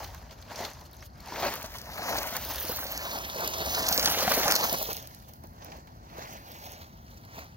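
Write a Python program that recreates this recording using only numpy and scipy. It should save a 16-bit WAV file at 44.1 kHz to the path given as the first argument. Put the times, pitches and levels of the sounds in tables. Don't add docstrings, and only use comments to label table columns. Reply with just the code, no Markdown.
import sys
import numpy as np
from scipy import signal
from scipy.fft import rfft, irfft, next_fast_len
from scipy.io import wavfile
from scipy.ndimage import uniform_filter1d, map_coordinates

SR = 44100
rng = np.random.default_rng(int(sys.argv[2]) if len(sys.argv) > 2 else 0)


def wav_record(signal):
    frames = np.transpose(np.atleast_2d(signal))
    bounded = np.clip(frames, -1, 1)
    quanta = np.round(bounded * 32767).astype(np.int16)
    wavfile.write(sys.argv[1], SR, quanta)


def gain_from_db(level_db):
    decades = np.asarray(level_db, float) / 20
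    return 10 ** decades


N = 333428

# time_s, path_mm
BEARING = [(0.0, 2), (1.2, 0), (1.42, -14), (1.95, -52), (2.15, -50), (2.5, -2), (2.72, 24), (2.84, 48),
           (3.2, 85), (3.6, 87), (4.06, 41), (4.3, 27), (4.42, 35), (4.9, 107), (5.5, 148), (6.1, 145),
           (6.94, 100), (7.56, 92)]
# pitch_hz, density_db_per_hz
GRAVEL_SPECTRUM = [(140, -3.5), (250, -2), (400, -2), (650, 3), (1000, -2), (1350, 1.5), (1800, -0.5),
                   (2600, -3.5), (4300, -6), (6400, -2.5), (7900, -11.5), (10500, -11.5), (12500, -7),
                   (15500, -2.5)]


def rms_one(x):
    return x / np.sqrt(np.mean(x ** 2) + 1e-20)


def in_time(rows):
    s, *columns = np.transpose(rows)
    return [np.interp(np.arange(N) / SR, s, c) for c in columns]


def at_hz(points, hz):
    points = np.array(points)
    return np.interp(np.log(hz), np.log(points[:, 0]), points[:, 1])


def drift(rate_hz):
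    r = np.exp(-80 * np.pi * rate_hz / SR)
    noise = rng.standard_normal(N // 40 + 2002)
    slow = signal.lfilter([1], [1, -2 * r, r * r], noise)[2000:]
    return np.interp(np.arange(N) / 40, np.arange(len(slow)), rms_one(slow))


def die(clicks, t60_s):
    return signal.lfilter([1], [1, -gain_from_db(-60 / (t60_s * SR))], clicks + 1e-18)


def struck(times_s, level_db):
    clicks = np.zeros(N)
    np.add.at(clicks, (np.asarray(times_s) * SR).astype(int), gain_from_db(level_db))
    return clicks


def grains(per_s, spread_db, clump_db):
    born = rng.random(N) < per_s * gain_from_db(clump_db * drift(14)) / SR
    return born * gain_from_db(spread_db * np.minimum(rng.exponential(1, N), 3))


def bank(spectrum, low_hz, step_oct, envelope):
    bands = round(np.log2(16000 / low_hz) / step_oct)
    edges_hz = np.geomspace(low_hz, 16000, bands + 1)
    white = rng.standard_normal((2, 2, N))
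    for k, (low, high) in enumerate(zip(edges_hz, edges_hz[1:])):
        hz = np.sqrt(low * high)
        sos = signal.butter(2, [low, high], "band", fs=SR, output="sos")
        yield hz, gain_from_db(at_hz(spectrum, hz)), signal.sosfilt(sos, white[k % 2] * envelope(hz))


def scattered(band, hz):
    # pitch_hz, likeness_ratio
    likeness = [(150, .97), (600, .955), (1500, .92), (3000, .9), (6000, .66), (9000, .33), (16000, .12)]
    alike = np.clip(at_hz(likeness, hz), 0, 1)
    return band * np.sqrt([[1 + alike], [1 - alike]])


def resonance(x, hz, width_hz):
    r = np.exp(-np.pi * width_hz / SR)
    poles = [1, -2 * r * np.cos(2 * np.pi * hz / SR), r * r]
    return signal.lfilter((1 - r * r) / 2 * np.array([1, 0, -1]), poles, x)


def traffic():
    # pitch_hz, density_db_per_hz
    spectrum = [(24, -32), (40, 0.5), (81, 1), (237, -9), (433, -21), (751, -14), (1590, -21.5),
                (2150, -49), (2600, -55), (3800, -47), (4500, -31), (6170, -51), (7730, -38), (14800, -61),
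                (16000, -38)]
    # time_s, level_db
    gusts = [
        (0.0, -43),
        (0.57, -52),
        (1.28, -48),
        (2.0, -49),
        (2.46, -47),
        (3.47, -48),
        (3.62, -44.5),
        (5.6, -53),
        (7.56, -52),
    ]
    # low_hz, high_hz
    fence_gap_hz = [2200, 4100]
    road_lag_samples = 18
    out = 0
    for hz, gain, (shared, own) in bank(spectrum, 44.5, .5, lambda hz: gain_from_db(0.95 * drift(4.6))):
        apart = np.clip((hz / 1800) ** 2, .008, .5)
        road = np.array([np.roll(shared, road_lag_samples * (hz > 150)), shared])
        out = out + gain * (np.sqrt(1 - apart) * road + np.sqrt(apart) * own * [[1], [-1]])
    out = rms_one(signal.sosfilt(signal.butter(4, fence_gap_hz, "bandstop", fs=SR, output="sos"), out))
    deep = signal.sosfilt(signal.butter(2, 120, fs=SR, output="sos"), out)
    return gain_from_db(-50) * (out - deep) + gain_from_db(in_time(gusts)[0]) * rms_one(deep)


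def motor_whine():
    # time_s, level_db
    whine = [
        (.33, -95),
        (.38, -77),
        (.53, -74),
        (.58, -95),
    ]
    whine_hz = 12200
    return gain_from_db(in_time(whine)[0]) * np.sin(2 * np.pi * whine_hz * np.arange(N) / SR)


def settling():
    # start_s, peak_db, pitch_hz
    rattles = [(0.7338, -45, 6200), (0.7916, -52, 4700), (0.8116, -50, 6160), (0.853, -51, 4330),
               (0.9188, -59, 4500), (0.935, -52, 3950), (0.968, -46.5, 6300), (1.0066, -52, 5600),
               (1.0994, -62, 4450), (1.1318, -60, 4430), (1.1533, -53, 5000), (1.1852, -64, 5080),
               (1.2022, -49, 4370), (1.2566, -54, 4440)]
    # time_s, pitch_hz, level_db
    squeak = [
        (1.0, 4700, -90),
        (1.008, 4900, -55),
        (1.035, 6600, -56),
        (1.05, 6500, -64),
        (1.062, 6600, -59),
        (1.07, 6400, -90),
    ]
    out, t = np.zeros(N), np.arange(round(0.037 * SR)) / SR
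    roughness = uniform_filter1d(rng.standard_normal((len(rattles), len(t))), size=40)
    for (s, peak_db, hz), rough in zip(rattles, roughness):
        i = round(s * SR)
        ring = gain_from_db(peak_db + 2.0 - 60 * t / 0.024) * np.sin(2 * np.pi * hz * t)
        out[i:i + len(t)] += ring * (1 + 3.5 * rough)
    hz, level_db = in_time(squeak)
    return out + gain_from_db(level_db) * np.sin(2 * np.pi * np.cumsum(hz) / SR)


def pebbles(grit_gain):
    # start_s, peak_db
    landings = [(1.5396, -28), (1.6282, -25.5), (2.1701, -21), (2.231, -21), (2.367, -16), (2.4244, -35),
                (2.4495, -26), (2.6933, -39), (2.772, -29), (2.923, -34), (2.9765, -19.5), (3.187, -23),
                (3.449, -23), (3.476, -15.5), (3.5828, -22), (3.735, -26), (3.8881, -6), (3.925, -11.5),
                (3.977, -10), (4.0467, -15), (4.3036, -30), (4.32, -11.5), (4.4664, -19), (4.5106, -7),
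                (4.5219, -7), (4.5525, -10), (4.5614, -13), (4.7282, -14), (4.828, -27), (4.9678, -22),
                (0.043, -33), (0.147, -34), (0.3106, -51), (0.4248, -46), (0.5456, -48), (0.7336, -44),
              (0.796, -46), (0.8525, -50), (0.9314, -48), (1.0247, -50), (1.205, -38), (1.275, -37),
              (5.026, -35), (5.073, -32), (5.1476, -35), (5.2859, -51), (5.336, -39), (5.4377, -42),
              (5.647, -39), (5.872, -47), (6.0984, -59), (6.3287, -41), (6.373, -41), (6.518, -33),
              (6.6171, -43), (6.72, -34), (7.1437, -49), (7.251, -41), (7.3908, -45), (7.5315, -63),
                (0.9133, -45), (1.26, -37), (1.7185, -45), (1.7409, -32), (1.816, -30), (1.9031, -40),
                 (1.9584, -36), (2.4906, -29), (2.5583, -24), (2.6517, -24), (3.246, -35), (3.4072, -39),
                 (4.931, -19.5), (5.471, -45)]
    # start_s, peak_db
    pings = [(1.539, -20), (1.556, -19), (1.6282, -37), (2.2313, -19), (2.4498, -18), (2.6, -17),
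             (2.7711, -20), (2.9223, -16), (3.4486, -29), (3.7349, -29), (4.048, -14), (4.058, -10),
             (4.3036, -22), (4.828, -12), (5.6461, -29)]
    # start_s, peak_db
    ticks = [(5.6968, -52), (5.7672, -51), (5.8724, -50), (6.1373, -52), (6.1907, -46), (6.2152, -47),
             (6.2431, -41), (6.29, -47), (6.3294, -41), (6.4207, -40), (6.4466, -41), (6.4756, -40),
             (6.4875, -34), (6.5165, -34), (6.5529, -43), (6.5938, -43), (6.6177, -43), (6.6562, -46),
             (6.719, -40), (6.8003, -51), (6.8622, -54), (6.9729, -44), (7.0353, -58), (7.0922, -56),
             (7.1141, -51), (7.1435, -51), (7.173, -41), (7.2024, -52), (7.2149, -41), (7.2498, -49),
             (7.3211, -53), (7.3391, -46), (7.391, -47), (7.4259, -48), (7.4444, -36), (7.5431, -52)]
    # start_s, peak_db
    trickle = [(0.7022, -37), (0.7342, -41), (0.7626, -45), (0.797, -49), (0.8524, -46), (0.8604, -45),
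               (0.9133, -47), (0.9314, -32), (0.9666, -35), (1.0045, -46), (1.024, -45), (1.0479, -47),
               (1.0654, -44)]
    # start_s, peak_db
    patter = [(5.0263, -33), (5.0732, -34), (5.147, -35), (5.1889, -37), (5.2273, -50), (5.2548, -50),
              (5.2737, -48), (5.2852, -47), (5.3126, -43), (5.3371, -37), (5.3889, -49), (5.4368, -51),
              (5.4708, -48), (5.4942, -51), (5.5451, -57), (5.564, -51), (5.5955, -49), (5.6464, -30)]
    # start_s, peak_db
    fling = [(1.5382, -20), (1.5557, -27), (1.628, -34), (1.6689, -34), (1.7188, -36), (1.7408, -40),
             (1.7557, -35), (1.7842, -36), (1.8146, -35), (1.9029, -38), (1.9583, -36), (2.0396, -35),
             (2.0596, -30), (2.1344, -30), (2.1688, -27), (2.2197, -31), (2.2312, -26), (2.2586, -31),
             (2.3055, -32), (2.3659, -22), (2.4242, -25), (2.4497, -23), (2.4901, -29), (2.538, -29),
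             (2.5569, -26), (2.6013, -24)]
    s, peak_db = np.transpose(landings)
    spray = gain_from_db(-5) * grit_gain * grains(40, spread_db=5.7, clump_db=6.0)
    clicks = struck(s, peak_db - 6.5) + spray
    tick = die(clicks, 0.0073) + gain_from_db(-24) * die(clicks, 0.09)
    bands = bank(GRAVEL_SPECTRUM, 4630, .4, lambda hz: 1)
    out = tick * rms_one(sum(gain * scattered(band, hz) for hz, gain, band in bands))
    contacts = clicks + gain_from_db(10) * struck(*np.transpose(pings))
    contacts = contacts + gain_from_db(9) * struck(*np.transpose(ticks + trickle + patter + fling))
    out[0] += gain_from_db(8.0) * resonance(resonance(contacts + 1e-18, 13300, 4000), 18400, 5000)
    return out


def stones():
    # start_s, peak_db, pitch_hz
    breaking = [(0.649, -19.5, 3960), (1.024, -43.5, 1720), (1.431, -21, 1850), (2.156, -17, 1330),
                (2.1846, -14, 6500), (2.3696, -23, 1760), (2.831, -25, 1490), (2.866, -20.5, 5370),
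                (3.248, -21, 3980), (3.477, -20, 4090), (3.5364, -36, 4390), (3.6755, -32, 4170),
                (3.7477, -12, 4620), (3.8282, -17, 5720), (3.883, -11, 6670), (3.926, -7.5, 5430),
                (3.9765, -8, 5680), (4.027, -10, 5790), (4.0577, -22.5, 5540), (4.145, -12.5, 2080),
                (4.206, -36, 1250), (4.315, -9, 1650), (4.454, -22, 1950), (4.477, -19, 1200),
                (4.502, -9, 1670), (4.554, -7, 5400), (4.6945, -15.5, 5170), (4.7192, -38, 4320),
                (4.9738, -40, 3410), (5.4375, -56, 1630),
                (0.044, -25.5, 3530), (0.146, -34, 1430), (0.309, -34, 4360), (0.424, -36, 4040),
             (0.558, -26, 5500), (0.7333, -40, 6370), (1.024, -32.5, 1770), (1.202, -54, 4330),
             (1.3577, -20, 1420), (1.784, -24, 6800), (1.9772, -22, 1500), (2.545, -25, 1870),
             (2.682, -21.5, 5990), (2.785, -23.5, 1400), (3.1612, -23.5, 4200), (3.2974, -20.5, 4000),
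             (5.337, -59, 3000), (5.646, -51, 4500), (5.7186, -32.5, 2580), (5.873, -40, 2000),
             (6.098, -42, 2500), (7.388, -30, 1600), (7.522, -48, 3000),
                (1.4494, -15, 1560), (2.241, -23, 1210), (3.0904, -42, 6070), (3.3624, -26, 5270),
              (3.8884, -18, 5860), (3.9947, -7.5, 5640), (4.0794, -26, 1760), (4.2778, -15, 1680),
              (4.4792, -17, 1210), (4.512, -11, 5920), (4.521, -12, 1800), (4.5615, -9.5, 5060),
              (4.643, -23, 5160), (4.928, -24, 6890)]
    # start_s, peak_db, pitch_hz
    cracks = [(1.283, -35, 4390), (4.0577, -4, 5540), (4.0744, -12, 5650), (4.0944, -24, 5730),
              (4.2777, -27, 2600), (4.3206, -26, 2840), (4.4644, -29, 4290), (4.4792, -8, 6650),
              (4.5034, -17, 5260), (4.7344, -29, 4340), (4.9746, -30, 3410), (5.0734, -44, 6840),
              (5.6216, -39, 2840), (5.7179, -41, 2580)]
    s, peak_db, stone_hz = np.transpose(breaking + cracks)

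    def burst(hz):
        level_db = peak_db - 0.5 - 9 * np.abs(np.log2(hz / stone_hz))
        return die(struck(s, level_db), 0.031 + 12.0 / hz)

    bands = bank(GRAVEL_SPECTRUM, 1033, 0.45, burst)
    return sum(gain * scattered(band, hz) for hz, gain, band in bands)


def chassis_knocks():
    # start_s, peak_db, pitch_hz
    knocks = [(0.515, -38, 694), (0.603, -29.5, 702), (1.322, -30.5, 970), (1.372, -36, 700),
              (1.431, -36, 574), (1.642, -31, 640), (1.994, -30.5, 810), (2.153, -28, 790),
              (2.325, -30.5, 684), (2.646, -36.5, 316), (2.695, -25.5, 496), (2.855, -34.5, 554),
              (3.155, -31, 810), (3.359, -29.5, 530), (3.385, -33, 500), (3.604, -32, 690),
              (3.674, -28, 645), (3.912, -26, 806), (3.983, -24, 515), (4.073, -25.5, 845),
              (4.173, -26.5, 530), (4.224, -29, 560), (4.277, -17, 740), (4.313, -24, 552),
              (4.457, -21, 826), (4.724, -24, 660), (4.888, -31.5, 450), (5.441, -45, 336),
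              (6.185, -32.5, 656), (7.383, -33.5, 667)]
    out, t = np.zeros(N), np.arange(round(.06 * SR)) / SR
    rise = 1 - np.exp(-t / 0.00032)
    luck = rng.random((len(knocks), 2))
    for (s, peak_db, hz), (a, b) in zip(knocks, luck):
        overtone_hz, push_hz = hz * (1.42 + 0.59 * a), 170 + 120 * b
        shell = np.sin(2 * np.pi * hz * t) * gain_from_db(-60 * t / 0.045)
        overtone = 0.83 * np.sin(2 * np.pi * overtone_hz * t) * gain_from_db(-60 * t / 0.01)
        push = 0.46 * np.sin(2 * np.pi * push_hz * t) * gain_from_db(-60 * t / 0.031)
        knock = gain_from_db(peak_db + 2.0) * rise * (shell + overtone + push)
        i = round(s * SR)
        out[i:i + len(t)] += knock[:N - i]
    return out


def tent(peak_s, rise_s, fall_s):
    swell_db, flank = 24, 1.35
    t = np.arange(0, N, 32) / SR - peak_s
    return -swell_db * np.maximum(-t / rise_s, t / fall_s) ** flank


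def driving():
    # time_s, level_db, brightness_db
    rolling = [(0.0, -50.5, -5.5), (0.27, -63, -7.5), (1.06, -65.5, -5.5), (1.085, -88, 10), (1.2, -92, 6),
               (1.6, -56.5, 0), (1.84, -60, 6), (2.1, -46.5, 1), (2.75, -52, 8), (3.3, -48.5, 2),
               (3.75, -40.5, 2), (4.05, -39, 4.5), (4.6, -37, 0), (4.85, -50, 10), (5.1, -61.5, -3),
               (5.42, -78.5, 7), (6.0, -68.5, -10.5), (7.56, -69.5, -0.5)]
    # peak_s, level_db, swell_s, brightness_db
    skids = [(0.63, -43.5, 0.19, -6), (1.3, -50, 0.036, -12), (1.453, -38, 0.27, -8),
             (1.56, -49.5, 0.17, 2), (2.07, -43, 0.31, -19), (2.161, -42, 0.27, -7),
             (2.36, -40.5, 0.052, 0), (2.7, -54.5, 0.1, 10), (3.12, -45.5, 0.73, -6),
             (3.434, -39, 0.14, -22), (3.621, -35.5, 0.023, -30), (4.3, -41, 0.11, -11),
             (4.5, -38, 0.1, -16), (4.743, -31, 0.024, -15), (4.91, -41, 0.044, -9),
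             (5.66, -57.5, 0.3, -18), (5.75, -52.5, 0.18, -17.5), (6.21, -49.5, 0.21, -12.5),
             (6.33, -50, 0.19, -7.5), (6.5, -57.5, 0.22, -3.5), (6.68, -54, 0.42, -2),
             (7.14, -66, 0.29, 0.5), (7.394, -51.5, 0.19, -6)]
    # peak_s, level_db, brightness_db
    jolts = [(0.0, -43, -20), (0.325, -54.5, -1.5), (0.52, -51, -7), (0.82, -58, -23), (0.745, -66, -1),
             (0.812, -67, 3), (0.862, -64.5, 8), (0.95, -67, 7), (1.035, -69, 11), (1.03, -61, -13),
             (1.06, -71.5, 19), (1.21, -77, -11), (1.652, -48, 1), (1.758, -50, 4), (2.26, -54, -2),
             (2.507, -41, -7), (3.903, -35, -16), (4.38, -32.5, -34), (4.641, -36, -5), (4.818, -39.5, -32),
             (5.02, -54, -25), (5.29, -61, -2), (5.446, -52.5, -24), (5.62, -56.5, -17), (6.05, -71, -21),
             (6.82, -74, -13), (5.879, -59, -14)]
    upper_db = [-3.5, -4.5, -1.5, -2.5]
    upper_share = [0, .15, .55, 1.0]
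    layer_db = np.reshape([-4.5] + upper_db, (-1, 1))
    share = np.reshape([0.05] + upper_share, (-1, 1))
    level_db, bright_db = in_time(rolling)
    bursts = [tent(s, swell_s, 0.76 * swell_s) + db + share * bright for s, db, swell_s, bright in skids]
    bursts += [tent(s, 0.029, 0.03) + db + share * bright for s, db, bright in jolts]
    power = np.sum(gain_from_db(np.array(bursts)) ** 2, axis=0)
    power = uniform_filter1d(np.repeat(power, 32, axis=1)[:, :N], size=64)
    return gain_from_db(layer_db) * np.sqrt(power + gain_from_db(level_db + share * bright_db) ** 2)


def shell_ring(x):
    # pitch_hz, width_hz, level_db
    shell = [(614, 500, -10.5), (930, 330, -0.5), (1600, 1800, -3)]
    return x + sum(gain_from_db(db) * resonance(x, hz, width_hz) for hz, width_hz, db in shell)


def gravel(gains):
    layer_top_hz = [650, 1100, 3000, 7700]
    cracks = grains(900, spread_db=3.8, clump_db=3.0)
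    region = rng.random(N)

    def crackle(hz):
        reach = np.exp(-((np.log2(hz / 140) / 7 - region) / 0.16) ** 2)
        burst = rms_one(die(cracks * reach, 0.031 + 1.0 / hz))
        return np.sqrt(0.55 + 0.46 * burst ** 2) * gain_from_db(1.78 * drift(16.0))

    layers = np.zeros((5, 2, N))
    for hz, gain, band in bank(GRAVEL_SPECTRUM, 137.7, .25, crackle):
        layers[np.searchsorted(layer_top_hz, hz)] += gain * scattered(band, hz)
    layers[:3] = shell_ring(layers[:3])
    return [gain * rms_one(layer) * np.sqrt(2) for gain, layer in zip(gains, layers)]


def heard_from_bearing(shared, apart, shortcut_per_mm, order):
    # time_s, level_db
    scatter = [(0, 3), (1.6, 1), (1.85, -1), (2.3, -1), (2.5, 1), (2.7, 2), (2.82, -4.5), (4.08, -4.5),
               (4.3, 2), (4.55, -2), (4.68, 1), (4.82, -3), (5.15, 6), (6.05, 6), (6.5, 0), (7.0, -1),
               (7.56, -1)]
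    path_mm = uniform_filter1d(in_time(BEARING)[0], size=4000, mode="nearest")
    lag = path_mm * (1 - shortcut_per_mm * np.abs(path_mm)) / 343000 * SR
    apart = apart * gain_from_db(in_time(scatter)[0])
    left = map_coordinates(shared + apart, [np.arange(N) - lag], order=order, mode="nearest")
    return np.array([left, shared - apart])


def scene():
    # time_s, scrape_over_rumble_db, finest_treble_db
    distance = [(0.0, 0, 3), (0.65, 0.5, -11), (1.45, 1, -1), (2.0, 2.5, -0.5), (2.6, 0.5, 4.5),
                (3.2, 2.5, 2.5), (3.65, -0.5, 0), (3.9, 1, 2), (4.4, 1.5, 0), (5.0, 0.5, 2), (5.7, -2, 1),
                (6.4, 1, 3), (7.56, 2.5, 0)]
    gains = driving()
    rumble, drum, scrape, crunch, grit = gravel(gains)
    tilt_db, air_db = in_time(distance)
    low = gain_from_db(-0.5 * tilt_db) * rumble + drum + gain_from_db(tilt_db) * scrape
    low[0] += chassis_knocks()
    high = crunch + grit + stones() + pebbles(gains[-1])
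    high[0] += motor_whine() + settling()
    finest = signal.sosfilt(signal.butter(2, 10900, "high", fs=SR, output="sos"), high)
    high = high + (gain_from_db(air_db) - 1) * finest
    path_mm, sides = in_time(BEARING)[0], [[.5], [-.5]]
    low_shade = gain_from_db((0.6 - 0.015 * path_mm) * sides)
    high_shade = gain_from_db(-0.0225 * path_mm * sides)
    low = low_shade * heard_from_bearing(*low, 0, order=3)
    high = high_shade * heard_from_bearing(*high, .0002, order=4)
    return low + traffic() + high


def left_port(pair):
    # pitch_hz, gain_db, lead_rad
    left = np.array([(100, 1.4, .1), (250, 1.8, 0), (450, .3, .1), (650, 1.5, .1), (1300, 0, -.15),
                     (2500, .5, .08), (5500, -.5, .15), (7700, 1.5, .8), (11000, 0, 1.0)])
    size = next_fast_len(N + 4096)
    hz = np.maximum(np.arange(size // 2 + 1) * SR / size, 1)
    response = gain_from_db(at_hz(left[:, :2], hz)) * np.exp(1j * at_hz(left[:, ::2], hz))
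    return np.array([irfft(rfft(pair[0], size) * response, size)[:N], pair[1]])


def low_pass(x):
    return signal.sosfilt(signal.butter(12, 16990, fs=SR, output="sos"), x)


def record(dry):
    # pitch_hz, width_hz, level_db
    port_peak = (4285, 410, -2.5)
    # pitch_hz, width_hz
    port_dip = (7930, 2240)
    # pitch_hz, width_hz, share taken out
    housing_edges = [(7350, 700, 0.24), (10880, 860, 0.1)]
    dry = left_port(dry)
    peak = gain_from_db(port_peak[2]) * resonance(dry, *port_peak[:2])
    dry = dry + peak - 0.59 * resonance(dry, *port_dip)
    dry = dry - sum(share * resonance(dry, hz, width_hz) for hz, width_hz, share in housing_edges)
    dry = signal.sosfilt(signal.butter(2, 42, "high", fs=SR, output="sos"), dry)
    mix = signal.sosfilt(signal.ellip(12, .5, 36, 15920, fs=SR, output="sos"), dry)
    return low_pass(mix)


dry = scene()
out = record(dry)
wav_record(out)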